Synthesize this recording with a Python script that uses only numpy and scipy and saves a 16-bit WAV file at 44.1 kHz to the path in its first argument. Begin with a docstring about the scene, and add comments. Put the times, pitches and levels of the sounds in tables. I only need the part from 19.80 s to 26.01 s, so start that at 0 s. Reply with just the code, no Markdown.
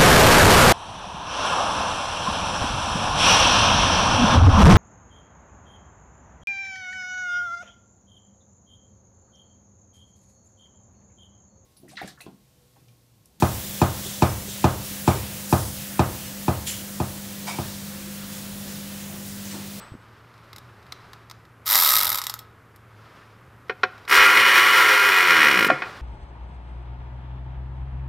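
"""Garage: a cordless ratchet is blipped in the air close by, clatters and coasts to a stop.
Its socket knocks onto a bolt in a wheel arch; the second run drives the bolt out and shakes the sheet metal.
Handling clicks, soft bumps, moving air, rustling sleeves and a wavering workshop hum lie underneath.
Crank-timed impulses and scraping noise ring modal filters of head, spring and panel; single contacts
ring the same bodies; filtered noise and sines make the background; a noise tail makes the room."""
import sys
import numpy as np
from scipy import signal
from scipy.fft import rfft, irfft
from scipy.io import wavfile
from scipy.ndimage import uniform_filter1d

SR = 44100
rng = np.random.default_rng(int(sys.argv[2]) if len(sys.argv) > 2 else 0)


def wrap_up_sound(samples):
    """Save the sound to the file named by the first command line argument, as 16-bit audio."""
    columns = np.atleast_2d(samples).T
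    # keep every value between -1 and 1, then stretch to whole-number steps
    tamed = np.clip(columns, -1, 1)
    steps = np.round(tamed * 32767).astype(np.int16)
    wavfile.write(sys.argv[1], SR, steps)


N = 273947
TIME = np.arange(N) / SR  # s
GRID_HZ = np.fft.rfftfreq(8192, 1 / SR)

# workshop air, spectrum shape: f/Hz, relative density/dB
AIR_SPECTRUM = [(25, -25), (50, -20), (80, -8.5), (110, -13), (160, -13.5), (250, -18), (400, -17.5),
                (700, -23.5), (1250, -17.5), (2400, -29.5), (4000, -40), (8000, -46.5), (14000, -45.5),
                (15600, -65)]
# sleeve rustle, spectrum shape: f/Hz, relative density/dB
RUSTLE_SPECTRUM = [(200, -11), (700, -8.5), (1250, -3), (2000, -10), (2700, -14.5), (5300, -20.5),
                   (6500, -29), (14000, -40), (15600, -45)]
# arm movements that rustle the sleeves: middle t/s, half length/s, level/dB
ARM_MOVES = [(0, 0.081, -46.5), (0.546, 0.84, -56.5), (1.26, 0.22, -56.5), (3.36, 0.25, -54),
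             (4.205, 0.26, -51.5), (6.077, 0.23, -42)]
# garage decay: f/Hz, t60/s
GARAGE_T60 = [(100, 0.59), (500, 0.62), (1500, 0.63), (4000, 0.46), (8000, 0.52), (15000, .3)]
# soft bumps: t/s, level/dB, f/Hz
SOFT_BUMPS = [(0.119, -27.5, 113), (.14, -30, 330), (.151, -28, 231), (2.226, -37, 170),
              (2.271, -36.5, 79.9), (2.319, -39.5, 91), (4.385, -31, 50.6)]
# clicks of the handled tool: t/s, peak level/dB, brightness f/Hz
HANDLING_CLICKS = [(0.731, -28.5, 4100), (0.762, -29.5, 8000), (.783, -29, 7900), (1.1225, -21.5, 4700),
                   (1.333, -29, 4200), (1.499, -29.5, 5980), (1.5123, -25, 5000), (2.961, -41, 16000),
                   (4.18, -40, 3520), (4.252, -36, 3200)]
# socket on bolt: t/s, peak level/dB, scrape/s, brightness f/Hz, thud level/dB, thud f/Hz, rebound step/dB
SOCKET_KNOCKS = [(3.8955, -9.5, 0.011, 3200, -23, 430, -31), (4.033, -2, 0.007, 4520, -23, 426, -24),
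                 (5.886, -8.5, .003, 1500, -24.5, 253, -22), (5.9004, 0, 0.003, 1490, -8, 660, -11.5),
                 (6.02, -10, 0.027, 2800, -35.5, 790, -13)]
# single pawl clicks, mostly as the motor stops: t/s, peak level/dB, scrape/s
PAWL_CLICKS = [(1.87, -13.5, .003), (1.955, 3.5, 0.0011), (2.166, 1, 0.0009), (2.3855, -10.5, 0.0064),
               (2.417, -12.5, 0.0045), (2.439, -16, .0058), (2.455, -27, .002), (2.468, -8.5, .0018),
               (2.497, -14, 0.0048), (2.54, -15.5, 0.0018), (2.591, -26.5, .005)]
# ratchet head resonances: f/Hz, width/Hz, level/dB
HEAD_MODES = [(1078, 315, 0.5), (1283, 56, 5.5), (1700, 160, -9), (2060, 260, -1.5), (3370, 294, -6.5),
              (3860, 450, 1), (5070, 1200, -0.5), (7180, 680, -8), (8640, 1700, -7), (10830, 600, -8.5),
              (12360, 1100, 4), (14200, 3500, -6)]
# pawl spring resonances: f/Hz, width/Hz, level/dB
SPRING_MODES = [(12000, 130, -0.5), (12140, 290, -2), (12900, 590, -7), (13900, 1100, -14)]
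# wheel arch resonances: f/Hz, width/Hz, level shaken by the tool/dB, level knocked through the bolt/dB
PANEL_MODES = [(374.5, 24, -9.5, -8.5), (423, 36, -8, -23), (523.4, 23, -13, -7.5), (740, 17, -11, -3),
               (914, 99, -14, -14.5), (987, 36, -5, -18), (1105, 63, -7, -3), (1193, 83, -7.5, -36),
               (1326, 47, -3, -18), (1401.5, 42, 2.5, 1), (1485, 65, -18, -4.5), (1622, 72, -1.5, -6.5),
               (1696, 36, -13, -19), (1834, 62, -3, -1.5), (1928, 44, 0.5, -7), (2028, 124, -3.5, -8),
               (2183, 38, 0, -3.5), (2392.5, 38, -1.5, -4), (2479, 78, -5, -3), (2885, 115, -7.5, -26),
               (3040, 120, -12, -14), (3310, 520, -16.5, -18.5), (4170, 350, -17.5, -16),
               (5000, 820, -41, -25), (5500, 170, -15, -18), (5810, 75, -19.5, -23)]
# tool housing response: f/Hz, level/dB
HOUSING_RESPONSE = [(100, -22), (350, -16.5), (650, -3.5), (950, 4.5), (1300, 0.5), (1700, -23.5),
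                    (4000, -53)]
# rocking bolt response: f/Hz, level/dB
WOBBLE_RESPONSE = [(40, -42), (110, -19.5), (190, -1), (300, -3.5), (420, 6), (600, -15), (1500, -61)]
# shading of the head inside the arch: f/Hz, level/dB
ARCH_SHADE = [(1000, -16.5), (5000, 7.5), (7000, 7.0), (8200, 4.5), (9500, 10),
              (11000, 0.5), (12200, -0.5), (14500, 3.5)]
# speed on the bolt: t/s, strokes per second/Hz
BOLT_SPEED_HZ = [(4.27, 52), (4.4, 101), (4.53, 113), (4.97, 112.8), (5.2, 99.5), (5.5, 87), (5.72, 68.5),
                 (5.88, 44)]
# shaking of the panel, before the surge: t/s, level/dB
PANEL_EFFORT_DB = [(4.275, -39.5), (4.322, -12.5), (4.4, -9), (4.46, -15.5), (4.6, -14), (5.03, -16),
                   (5.61, -15), (5.7, -17), (5.845, -19), (5.872, -34.5)]

AIR_DB = -53
BAND_EDGE_HZ = 15880
# chance ticks
TICKS_PER_S, TICK_DB, TICK_HZ = 1.3, -44.5, 4000
HANDLING_SCRAPE_S = 0.0041
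# gap and thud pitch ratio from one rebound to the next
REBOUND_S, REBOUND_PITCH = 0.015, 0.46
# brightness of a 1 ms pawl scrape; longer ones dull by this power of length
PAWL_BRIGHT_HZ, PAWL_DULLING = 20000, 0.29
# start level of a run, relative to full
ONSET_DB = -32
# free run: trigger pressed, trigger let go, last even stroke
FREE_ON_S, FREE_OFF_S, FREE_END_S = 1.85, 1.9385, 2.383
# spin-up, then coast: drag alone halves speed in COAST_S, friction takes the rest
START_HZ, TOP_HZ, SPIN_UP_S, COAST_S, FRICTION_HZ_PER_S = 55, 108.1, .06, .2894, 23.74
# bolt run
BOLT_ON_S, BOLT_END_S = 4.275, 5.88
# pawl bites hardest as the bolt first gives; later the bolt comes loose
BITE_S, BITE_HALF_S, LOOSE_S, LOOSENING_S = 4.355, 0.037, 5.47, 0.015
# only a rasp above this pitch is left of the loose bolt's rattle
RASP_LOW_HZ = 1100


def gain_of(db):
    """Decibels to amplitude."""
    return 10 ** (np.asarray(db) / 20)


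def evened(x):
    """Scales to rms 1."""
    return x / np.sqrt(np.mean(x ** 2) + 1e-20)


def read(points, hz):
    """Interpolates a spectrum on a log-frequency axis."""
    f, value = np.transpose(points)
    return np.interp(np.log(hz + 1), np.log(f + 1), value)


def curve(rows):
    """Control curve (t/s, value) at every sample."""
    rows = np.array(rows)
    return np.interp(TIME, rows[:, 0], rows[:, 1])


def swell(middle_s, half_s):
    """Gaussian rise to 1 and fall."""
    return np.exp(-((TIME - middle_s) / half_s) ** 2)


def envelope(start_s, attack_s, hold_s, fade_db_per_s):
    """Relative level in dB of a run that swells, holds and dies away."""
    age_s = np.maximum(TIME - start_s, 0)
    onset_db = ONSET_DB * np.exp(-age_s / attack_s)
    return onset_db - fade_db_per_s * np.maximum(age_s - hold_s, 0)


def add(mix, s, sound):
    """Adds a sound into the mix at time s."""
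    part = mix[max(round(s * SR), 0):][:len(sound)]
    part += sound[:len(part)]


def drift(hz):
    """Slow random wander of rms 1, Gaussian low-pass at hz."""
    spectrum = rfft(rng.standard_normal(N))
    rolloff = np.exp(-(np.fft.rfftfreq(N, 1 / SR) / hz) ** 2)
    return evened(irfft(spectrum * rolloff, N))


def hiss(points):
    """Steady noise of rms 1 with a given spectrum."""
    spectrum = rfft(rng.standard_normal(N))
    gain = gain_of(read(points, np.fft.rfftfreq(N, 1 / SR)))
    return evened(irfft(spectrum * gain, N))


def resonant(modes, low_hz, top_hz):
    """Gain of a body radiating through its resonances, between two steep edges."""
    power = sum(gain_of(db) ** 2 / (1 + (2 * (GRID_HZ - hz) / width_hz) ** 2) ** 1.19
                for hz, width_hz, db in modes)
    low_edge = 1 + (low_hz / (GRID_HZ + 1)) ** 6
    top_edge = 1 + (GRID_HZ / top_hz) ** 6
    return np.sqrt(power / low_edge / top_edge)


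def panel_modes(column):
    """Wheel arch modes, weighted for the running tool (column 2) or a knock (column 3)."""
    return [(row[0], row[1], row[column]) for row in PANEL_MODES]


def soft(bright_hz):
    """Treble loss of a softer contact."""
    return 1 / np.sqrt(1 + (GRID_HZ / bright_hz) ** 4)


def ring(x, gain):
    """Passes x through the minimum-phase filter that has this gain."""
    log_gain = np.log(np.maximum(np.r_[gain, gain[-2:0:-1]], 1e-5))
    response = np.exp(np.conj(signal.hilbert(log_gain)))
    taps = np.fft.ifft(response).real[:len(gain)]
    return signal.oaconvolve(x, taps)[:len(x)]


def scatter(x):
    """A jolt runs to and fro along the socket extension: all-passes spread it over milliseconds."""
    for delay in (23, 41, 67):
        gap = np.zeros(delay)
        x = signal.lfilter(np.r_[.6, gap, 1], np.r_[1, gap, .6], x)
    return x


def hit(gain, peak_db, scrape_s, snap):
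    """A contact snaps, scrapes briefly and rings a body."""
    t = TIME[:6000]
    force = rng.standard_normal(len(t)) * np.exp(-t / scrape_s)
    force /= np.linalg.norm(force)
    force[0] += snap
    sound = ring(force, gain)
    return gain_of(peak_db) * sound / abs(sound).max()


def clicks(rows):
    """Small blows ring the ratchet head."""
    out, head = np.zeros(N), resonant(HEAD_MODES, low_hz=763, top_hz=17000)
    for s, peak_db, scrape_s, bright_hz in rows:
        add(out, s, hit(head * soft(bright_hz), peak_db, scrape_s, snap=0.62))
    return out


def strokes(speed_hz, landing_s, offset, scrape_s, uneven_db):
    """One blow per crank turn, offset turns after the one at landing_s: impulses, and their scrapes."""
    turns = np.cumsum(speed_hz) / SR
    turns = turns + .007 * drift(45)  # gear play makes strokes early or late
    phase = turns - np.interp(landing_s, TIME, turns) - offset
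    at = np.flatnonzero(np.diff(np.floor(phase)) > 0)
    blows = np.zeros(N)
    blows[at] = gain_of(uneven_db * rng.standard_normal(N)[:len(at)])
    age = TIME[:2000] / scrape_s
    grip = signal.oaconvolve(blows, age * np.exp(-age))[:N]  # teeth bite, then slip free
    return evened(blows), evened(grip * rng.standard_normal(N))


def played(x, level_db, span_s):
    """Levels out a running sound's rms and holds it at level_db within span_s."""
    power = uniform_filter1d(uniform_filter1d(x ** 2, size=2200), size=1500)
    inside = (TIME > span_s[0]) & (TIME < span_s[1])
    running = uniform_filter1d(1. * inside, size=300)
    return x / np.sqrt(abs(power) + 1e-12) * gain_of(level_db) * running


def garage(x):
    """Diffuse tail: each band dies at its own speed; the walls swallow the treble."""
    hz, t, z = signal.stft(rng.standard_normal(SR), SR, nperseg=256)
    decay = gain_of(-60 * t / read(GARAGE_T60, hz)[:, None])
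    z = z * decay / np.sqrt(1 + (hz[:, None] / 6000) ** 4)
    tail = signal.istft(z, SR, nperseg=256)[1][:SR] * np.minimum(TIME[:SR] / .02, 1)
    return signal.fftconvolve(x, tail / np.linalg.norm(tail))[:N]


def bodywork(x):
    """Quick, bright reflections off the car's nearby panels."""
    t = TIME[:8000]
    tail = rng.standard_normal(len(t)) * gain_of(-60 * t / .14) * (t > .002)
    return x + gain_of(-10) * signal.oaconvolve(x, tail / np.linalg.norm(tail))[:N]


def workshop():
    """Moving air and rustling sleeves as noise; a wavering hum and a small steel part's dying ring as sines."""
    air = gain_of(AIR_DB) * hiss(AIR_SPECTRUM) * gain_of(0.49 * drift(3))
    hum_turns = np.cumsum(113 + 5 * drift(7)) / SR
    hum = gain_of(-53.0 + 2.5 * drift(6.1)) * np.sin(2 * np.pi * hum_turns)
    moving = sum(gain_of(db) * swell(s, half_s) for s, half_s, db in ARM_MOVES)
    rustle = hiss(RUSTLE_SPECTRUM) * moving * gain_of(1.2 * drift(25))
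    steel_db = -52 - 60 * TIME / 0.48 + 3 * drift(30)
    steel = gain_of(steel_db) * np.sin(2 * np.pi * 8020 * TIME)
    return air + hum + rustle + steel


def bumps():
    """Soft bumps: one heavily damped swing each."""
    out, t = np.zeros(N), TIME[:4000]
    for s, db, hz in SOFT_BUMPS:
        add(out, s, -gain_of(db) * np.sin(2 * np.pi * hz * t) * np.exp(-t * hz * 1.34))
    return out


def handling():
    """The tool clicks in the hand, with fainter ticks at random times."""
    tick_times_s = rng.uniform(0, N / SR, 40)[:round(TICKS_PER_S * N / SR)]
    ticks = [(s, TICK_DB, TICK_HZ) for s in tick_times_s]
    return clicks([(s, db, HANDLING_SCRAPE_S, bright_hz) for s, db, bright_hz in HANDLING_CLICKS + ticks])


def knocks():
    """The socket rings the panel and rebounds twice; the wing answers with a dull thud."""
    out, panel = np.zeros(N), resonant(panel_modes(column=3), low_hz=244, top_hz=7600)
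    for s, peak_db, scrape_s, bright_hz, thud_db, thud_hz, rebound_db in SOCKET_KNOCKS:
        for k in range(3):
            at_s, hz = s + k * REBOUND_S, thud_hz * REBOUND_PITCH ** k
            wing = resonant([(hz, 0.16 * hz, 0)], low_hz=.5 * hz, top_hz=2 * hz)
            knock = hit(panel * soft(bright_hz), peak_db + k * rebound_db, scrape_s, snap=1.6)
            add(out, at_s, scatter(knock))
            add(out, at_s, hit(wing, thud_db + k * rebound_db, scrape_s, snap=1.6))
    return out


def pawl_clicks():
    """Single clicks ring the head and, through it, the spring; shorter ones are brighter."""
    rows = []
    for s, peak_db, scrape_s in PAWL_CLICKS:
        bright_hz = PAWL_BRIGHT_HZ / (scrape_s / .001) ** PAWL_DULLING
        rows.append((s, peak_db, scrape_s, bright_hz))
    out = clicks(rows)
    return out + gain_of(-10) * ring(out, resonant(SPRING_MODES, low_hz=9000, top_hz=16000))


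def free_speed():
    """Strokes per second of the unloaded motor: quick spin-up, then coast."""
    driven_hz = np.interp(TIME, [FREE_ON_S, FREE_ON_S + SPIN_UP_S], [START_HZ, TOP_HZ])
    coasted_s = np.clip(TIME, FREE_OFF_S, FREE_END_S) - FREE_OFF_S
    return driven_hz / (1 + coasted_s / COAST_S) - FRICTION_HZ_PER_S * coasted_s


def free_run():
    """The yoke swings out and back each turn; the pawl snaps both ways over the gear whirr."""
    landing_s, return_turn = 2.104, .65
    speed_hz, span_s = free_speed() * (TIME > FREE_ON_S), (FREE_ON_S, FREE_END_S)
    out, out_scrape = strokes(speed_hz, landing_s, 0, scrape_s=.0016, uneven_db=1.3)
    back, back_scrape = strokes(speed_hz, landing_s, return_turn, scrape_s=.0016, uneven_db=1)
    slack = np.clip(75 / free_speed() - .5, .1, .9)  # return snap stands out as the motor slows
    snaps = out_scrape + slack * back_scrape + gain_of(-1) * scatter(out + slack * back)
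    whirr = gain_of(1.5) * free_speed() / TOP_HZ * rng.standard_normal(N)  # loudest at speed
    drive = snaps + whirr

    level_db = envelope(FREE_ON_S, attack_s=.021, hold_s=0.26, fade_db_per_s=37.5)
    head_gain = resonant(HEAD_MODES, low_hz=800, top_hz=17000)
    head = played(ring(drive, head_gain), level_db - 18.0, span_s)

    housing_db = envelope(FREE_ON_S, attack_s=.028, hold_s=.13, fade_db_per_s=21.5) - 29.0
    housing = played(ring(drive, gain_of(read(HOUSING_RESPONSE, GRID_HZ))), housing_db, span_s)

    # pawl drops into the next tooth and flicks the spring
    flicks = strokes(speed_hz, landing_s, .05, scrape_s=.0006, uneven_db=2.5)[1]
    flicks = flicks + slack * strokes(speed_hz, landing_s, return_turn, scrape_s=.0006, uneven_db=3)[1]
    spring_gain = resonant(SPRING_MODES, low_hz=8950, top_hz=16000)
    spring = played(ring(flicks, spring_gain), level_db - 23.5, span_s)
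    return head + housing + spring


def bolt_run():
    """Each stroke jolts the panel through the bolt; the socket rattles in between."""
    landing_s, return_turn = 5.807, .42
    speed_hz, span_s = curve(BOLT_SPEED_HZ) * (TIME > BOLT_ON_S), (BOLT_ON_S, BOLT_END_S)
    out, out_scrape = strokes(speed_hz, landing_s, 0, scrape_s=0.0026, uneven_db=2.0)
    back, back_scrape = strokes(speed_hz, landing_s, return_turn, scrape_s=0.0019, uneven_db=0.5)
    pace = curve(BOLT_SPEED_HZ) / 110  # at speed, rattle fills the gaps between strokes
    between = gain_of(3) * back_scrape + gain_of(3.5) * rng.standard_normal(N)
    rattle = evened(out_scrape + pace * between)
    jolts = scatter(out + gain_of(-17.5) * pace * back)  # all scatter alike, so strokes keep a pitch
    loose = .5 + .5 * np.tanh((TIME - LOOSE_S) / LOOSENING_S)  # 0 tight, 1 loose
    rasp = ring(rattle, 1 / np.sqrt(1 + (RASP_LOW_HZ / (GRID_HZ + 1)) ** 4))
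    drive = jolts + gain_of(-1.5) * pace * ((1 - loose) * rattle + loose * rasp)
    surge = gain_of(1.1 * drift(14))  # thread binds and frees unevenly

    panel_gain = resonant(panel_modes(column=2), low_hz=280, top_hz=6300)
    panel = played(ring(drive, panel_gain), curve(PANEL_EFFORT_DB), span_s)

    bite_db = 7 * swell(BITE_S, BITE_HALF_S)
    head_db = envelope(BOLT_ON_S, attack_s=0.014, hold_s=0.92, fade_db_per_s=8) + bite_db - 29.5
    head_gain = resonant(HEAD_MODES, low_hz=784, top_hz=17000) * gain_of(read(ARCH_SHADE, GRID_HZ))
    head = played(ring(rattle, head_gain), head_db, span_s)

    rocking = strokes(speed_hz, landing_s, 0, scrape_s=.002, uneven_db=.6)[0]
    tight_db = envelope(BOLT_ON_S, attack_s=0.018, hold_s=0.35, fade_db_per_s=12.5) - 42
    loose_db = -35.5 + 12 * (1 - pace)  # slower strokes rock the bolt further
    wobble_db = (1 - loose) * tight_db + loose * loose_db
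    wobble = played(ring(rocking, gain_of(read(WOBBLE_RESPONSE, GRID_HZ))), wobble_db, span_s)
    return surge * (panel + head) + wobble


def scene():
    """The near tool is almost dry; the panel throws its sound into the garage."""
    background = workshop() + bumps()
    handled, blows = handling(), knocks()
    near, running = bodywork(free_run() + pawl_clicks()), bolt_run()
    mono = background + handled + blows + near + running
    spread = ring(near, soft(3000))  # only the tool's lower notes fill the room
    near_send = gain_of(-13.5) * spread + gain_of(-17.5) * handled
    panel_send = gain_of(-10.5) * running + gain_of(-27.0) * blows
    mono = mono + garage(near_send + panel_send)
    # close up, the shortest waves reach the two channels a little differently
    treble = ring(near, 1 / (1 + (4800 / (GRID_HZ + 1)) ** 12))
    side = gain_of(-17) * scatter(treble)
    return np.array([mono + side, mono - side])


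def record(dry):
    """The microphone rounds off the highest peaks; then a low-pass limits the band."""
    ceiling = gain_of(-4.0)
    rounded = dry / (1 + (dry / ceiling) ** 6) ** (1 / 6)
    taps = signal.firwin(511, BAND_EDGE_HZ, window=("kaiser", 9), fs=SR)
    return signal.oaconvolve(rounded, taps[None], "same")


dry = scene()
out = record(dry)
wrap_up_sound(out)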